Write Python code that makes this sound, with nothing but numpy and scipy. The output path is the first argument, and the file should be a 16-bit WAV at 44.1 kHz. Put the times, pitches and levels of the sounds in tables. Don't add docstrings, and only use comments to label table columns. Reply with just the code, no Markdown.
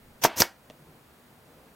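import sys
import numpy as np
from scipy import signal
from scipy.fft import rfft, irfft
from scipy.io import wavfile

SR = 44100
rng = np.random.default_rng(int(sys.argv[2]) if len(sys.argv) > 2 else 0)


def log_audio(samples):
    frames = np.atleast_2d(samples).T
    limited = np.clip(frames, -1, 1)
    pcm = np.round(limited * 32767).astype(np.int16)
    wavfile.write(sys.argv[1], SR, pcm)


N = 77175
T = np.arange(N) / SR
MID_TO_SIDE = np.array([[1], [-1]])

# f/Hz, density/dB per Hz
FLOOR_SPECTRUM = [(25, -20.5), (60, -0.5), (145, -1), (190, -2), (245, 2.5), (300, -7), (450, -5),
                  (800, -8), (1500, -12), (3000, -19.5), (5500, -24), (10000, -23), (16000, -21.5)]
# f/Hz, side level/dB
FLOOR_SIDE = [(60, -16.5), (300, -11.5), (900, -5), (2200, -2.5), (4500, 1), (7000, -18), (10000, -28)]
FLOOR_DB = -57
# t middle/s, half length/s, level/dB, brightness/dB per octave
SHIFTS = [(0.064, 0.069, -58, -15.5), (0.88, .14, -57.5, -3.5), (1.323, .015, -59, 0.5),
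          (1.521, 0.0043, -58, 2.5), (1.574, 0.098, -57, 0)]
# f/Hz, density/dB per Hz
RUSTLE_SPECTRUM = [(40, -20.5), (100, -13.5), (148, 7), (190, -6.5), (245, -8), (330, -0.5), (600, -4),
                   (1500, -19.5), (5000, -36.5)]

# f/Hz, level/dB
ROOM_COLOUR = [(80, -20.5), (250, -4.5), (700, -1), (1500, -1), (2800, -2.5), (5500, -14.5), (9000, -2),
               (15000, -13)]
# f/Hz, t60/s
ROOM_T60 = [(100, 0.12), (700, 0.25), (2000, 0.26), (5000, 0.19), (14000, 0.21)]
ROOM_DB, ROOM_SIDE_DB, ROOM_BUILD_S = -12, -34, 0.0032

# t/s, level/dB
TRIGGER_CLICKS = [(0.6994, -44), (0.7003, -36), (0.7069, -43), (0.7100, -47)]
# f/Hz, level/dB, t60/s
TRIGGER_MODES = [(265, -8.5, .04), (462, -4, 0.045), (623, 2, 0.019), (1250, -18, 0.017),
                 (1870, -10.5, .015), (2730, -7.5, 0.018), (3490, -2, .004), (5800, -2.5, 0.0016)]
TRIGGER_TICK_DB = -4

# t start/s, rise/s, hold/s, fall/dB per s, level/dB, treble/dB per octave,
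# low puff/dB, stereo width/dB, room send/dB, shaking of the board/dB
RUSHES = [(0.214, 0.012, 0.0047, 598, -37.5, -1.5, -51.5, 0.5, -3.5, -46),
          (0.2355, 0.0024, 0.0043, 705, -17.5, -0.45, -34, -9.5, -8.5, -24.5),
          (0.248, 0.0045, 0.005, 1104, -19, -3.2, -45, -14, -9.5, -34.5),
          (0.3578, 0.032, .022, 495.5, -25.5, 0.5, -35.5, -47, 0.5, -42),
          (0.4, 0.0044, 0.0024, 903, -12.5, 1.0, -19, -47.5, -4, -34.5)]
# f/Hz, density/dB per Hz
JET_SPECTRUM = [(30, -30), (100, -16), (300, -9.5), (900, 0), (1400, -6.5), (2200, -5), (3300, -5),
                (4400, -6), (5300, 1.5), (6000, 3.5), (6900, -3), (8500, -7.5), (10800, -9.5),
                (12400, -0.5), (14000, -4), (16000, -9.5)]
# f/Hz, density/dB per Hz
PUFF_SPECTRUM = [(25, -20), (55, -5), (100, -1), (200, -8), (380, -1), (600, -7), (1000, -19.5),
                 (2500, -56)]
TURBULENCE_DB, TURBULENCE_HZ = 1.3, 600

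# t/s, thump/dB, thump width/s, metal crack/dB, board ring/dB, tool ring/dB,
# shudder/dB, shudder t60/s, shudder brightness/dB per octave, echo delay/s
BLOWS = [(0.2501, -1.5, 0.00023, -20.5, -23, -30.5, -30.5, 0.45, -1, .0044),
         (0.4204, -8.5, .00026, -3.5, -30.5, -24.5, -28, 0.16, 5, 0.0037)]
# f/Hz, density/dB per Hz
CRACK_SPECTRUM = [(300, -11), (1000, 6.5), (2000, 7.5), (3000, 2), (4200, 3.5), (5400, 15), (6500, -2.5),
                  (9000, -26), (16000, -24.5)]
# f/Hz, level/dB re thump, t60/s
KNOCK_MODES = [(697.6, -15, 0.031), (993, -8.5, .02), (1650, -16, .015)]
# f/Hz, level/dB, t60/s
BOARD_MODES = [(215, -13, 0.14), (270.7, -8, 0.12), (344.5, -0.5, 0.11), (474, -11.5, .06),
               (631.6, -3, 0.16), (670, -7, .09), (785, -6, .06), (923, -15, 0.0725), (922, 9, 0.073),
               (1076, -8, .1)]
# f/Hz, level/dB, t60/s
TOOL_MODES = [(1040, -7.5, 0.025), (1220, -7, .08), (1435, -7, 0.091), (1630, -10, 0.1),
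              (1760, -4.5, 0.097), (2070, 3, 0.027), (2220, -7, 0.16), (3090, -10.5, 0.05),
              (5190, -12, .05), (5500, -10.5, .05)]
# f/Hz, density/dB per Hz
SHUDDER_SPECTRUM = [(60, -37.5), (150, -17), (320, -2), (480, -7.5), (660, 4.5), (900, 3.5), (1200, -1.5),
                    (1600, 2), (2300, 0), (3200, -2.5), (4500, -9), (7000, -20.5), (16000, -34.5)]
CRACK_T60_S, CRACK_LEAD_S, CRACK_HOLD_S = 0.0037, 0.0007, 0.0013
CRACK_SIDE_DB, SHUDDER_SIDE_DB = -47, -26
ECHO_DB, ECHO_CUT_HZ = -8.5, 7500

AGC_THRESHOLD_DB, AGC_SLOPE, AGC_ATTACK_S, AGC_RELEASE_DB_PER_S = -14, 0.25, 0.014, 20.5
LOW_CUT_HZ, TOP_STOP_HZ, PEAK_CEILING = 12, 16600, 0.9


def from_db(db):
    return 10 ** (np.asarray(db) / 20)


def at_hz(points, hz):
    table_hz, values = np.transpose(points)
    return np.interp(np.log(np.maximum(hz, 1)), np.log(table_hz), values)


def noise(spectrum, tilt_db=0, pivot_hz=1000):
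    hz = np.maximum(np.arange(N // 2 + 1) * SR / N, 1)
    octaves = np.log2(np.maximum(hz, spectrum[0][0]) / pivot_hz)
    gain = from_db(at_hz(spectrum, hz) + tilt_db * octaves)
    x = irfft(gain * np.exp(2j * np.pi * rng.random(len(hz))), N)
    return x / x.std()


def wide(spectrum, side_db, tilt_db=0):
    mid = noise(spectrum, tilt_db)
    side = noise(spectrum, tilt_db)
    return mid + from_db(side_db) * side * MID_TO_SIDE


def clicks(times_s, db):
    out = np.zeros(N)
    np.add.at(out, (np.asarray(times_s) * SR).astype(int), from_db(db))
    return out


def dying(start_s, t60_s, hold_s=0):
    age_s = np.maximum(T - start_s - hold_s, 0)
    return (T > start_s) * np.exp(-np.log(1000) * age_s / t60_s)


def low_pass(x, order, hz):
    return signal.sosfilt(signal.butter(order, hz, fs=SR, output="sos"), x)


def ring(x, modes):
    out = 0
    for k, (hz, db, t60_s) in enumerate(modes):
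        radius = from_db(-60 / (t60_s * SR))
        w = 2 * np.pi * hz / SR
        poles = [1, -2 * radius * np.cos(w), radius * radius]
        mode = signal.lfilter([0, np.sin(w)], poles, x + 1e-18)
        out = out + (-1) ** k * from_db(db) * mode
    return out


def background():
    rustle = 0
    for middle_s, half_s, db, tilt_db in SHIFTS:
        swell = np.exp(-((T - middle_s) / half_s) ** 2 / 2)
        rustle = rustle + from_db(db) * swell * noise(RUSTLE_SPECTRUM, tilt_db)
    side_gain = from_db(at_hz(FLOOR_SIDE, np.arange(N // 2 + 1) * SR / N))
    side = irfft(rfft(noise(FLOOR_SPECTRUM)) * side_gain, N)
    return from_db(FLOOR_DB) * (noise(FLOOR_SPECTRUM) + side * MID_TO_SIDE) + rustle


def workshop(x):
    t = T[:SR // 2]
    edges_hz = np.geomspace(50, 18000, 14)
    white = rng.standard_normal((2, 2, len(t)))
    response = 0
    for k, (low, high) in enumerate(zip(edges_hz, edges_hz[1:])):
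        hz = np.sqrt(low * high)
        band_pass = signal.butter(2, [low, high], "band", fs=SR, output="sos")
        band = signal.sosfilt(band_pass, white[k % 2])
        build = 1 - np.exp(-(t / ROOM_BUILD_S) ** 2)
        shape = build * np.exp(-np.log(1000) * t / at_hz(ROOM_T60, hz))
        response = response + from_db(at_hz(ROOM_COLOUR, hz)) * band * shape / np.linalg.norm(shape)
    mid, side = signal.fftconvolve(x.mean(axis=0)[None], response, axes=1)[:, :N]
    return from_db(ROOM_DB) * (mid + from_db(ROOM_SIDE_DB) * side * MID_TO_SIDE)


def trigger():
    taps = clicks(*np.transpose(TRIGGER_CLICKS))
    return ring(taps, TRIGGER_MODES) + from_db(TRIGGER_TICK_DB) * taps


def air():
    direct, to_walls = 0, 0
    for start_s, rise_s, hold_s, fall, db, tilt_db, puff_db, side_db, room_db, shake_db in RUSHES:
        age_s = T - start_s
        fall_db = fall * np.maximum(age_s - rise_s - hold_s, 0)
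        flow = np.clip(age_s / rise_s, 0, 1) * from_db(-fall_db)
        flutter = low_pass(rng.standard_normal(N), 2, TURBULENCE_HZ)
        hiss_db = db + TURBULENCE_DB * flutter / flutter.std()
        hiss = from_db(hiss_db) * wide(JET_SPECTRUM, side_db, tilt_db)
        puff = from_db(puff_db) * noise(PUFF_SPECTRUM)
        shake = from_db(shake_db) * noise(SHUDDER_SPECTRUM)
        rush = flow * (hiss + puff + shake)
        direct = direct + rush
        to_walls = to_walls + from_db(room_db) * rush
    return direct, to_walls


def piston():
    out = 0
    for (hit_s, thump_db, width_s, crack_db, board_db, tool_db,
         shudder_db, shudder_t60_s, tilt_db, delay_s) in BLOWS:
        u = (T - hit_s) / width_s
        thump = from_db(thump_db) * u * np.exp((1 - u * u) / 2)
        crack_shape = dying(hit_s - CRACK_LEAD_S, CRACK_T60_S, CRACK_HOLD_S)
        crack = from_db(crack_db) * crack_shape * wide(CRACK_SPECTRUM, CRACK_SIDE_DB)
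        hit = thump + crack
        echo = low_pass(np.roll(hit, int(delay_s * SR), axis=1), 1, ECHO_CUT_HZ)
        knock = ring(clicks([hit_s], [thump_db]), KNOCK_MODES)
        board = ring(clicks([hit_s], [board_db]), BOARD_MODES)
        tool = ring(clicks([hit_s], [tool_db]), TOOL_MODES)
        shudder_noise = wide(SHUDDER_SPECTRUM, SHUDDER_SIDE_DB, tilt_db)
        shudder = from_db(shudder_db) * dying(hit_s, shudder_t60_s) * shudder_noise
        out = out + hit + from_db(ECHO_DB) * echo + knock + board + tool + shudder
    return out


def scene():
    rushes, rushes_to_walls = air()
    knocks = piston() + trigger()
    return rushes + knocks + workshop(rushes_to_walls + knocks) + background()


def record(dry):
    level_db = 20 * np.log10(np.abs(dry).max(axis=0) + 1e-9)
    over_db = np.maximum(level_db - AGC_THRESHOLD_DB, 0)
    release_db = AGC_RELEASE_DB_PER_S * T
    held_db = np.maximum.accumulate(AGC_SLOPE * over_db + release_db) - release_db
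    r = np.exp(-1 / (AGC_ATTACK_S * SR))
    cut_db = signal.lfilter([1 - r], [1, -r], held_db)
    x = dry * from_db(-cut_db)
    x = signal.sosfilt(signal.butter(1, LOW_CUT_HZ, "high", fs=SR, output="sos"), x)
    rounded = PEAK_CEILING * np.tanh(x / PEAK_CEILING)
    return signal.sosfilt(signal.cheby2(18, 70, TOP_STOP_HZ, fs=SR, output="sos"), rounded)


dry = scene()
out = record(dry)
log_audio(out)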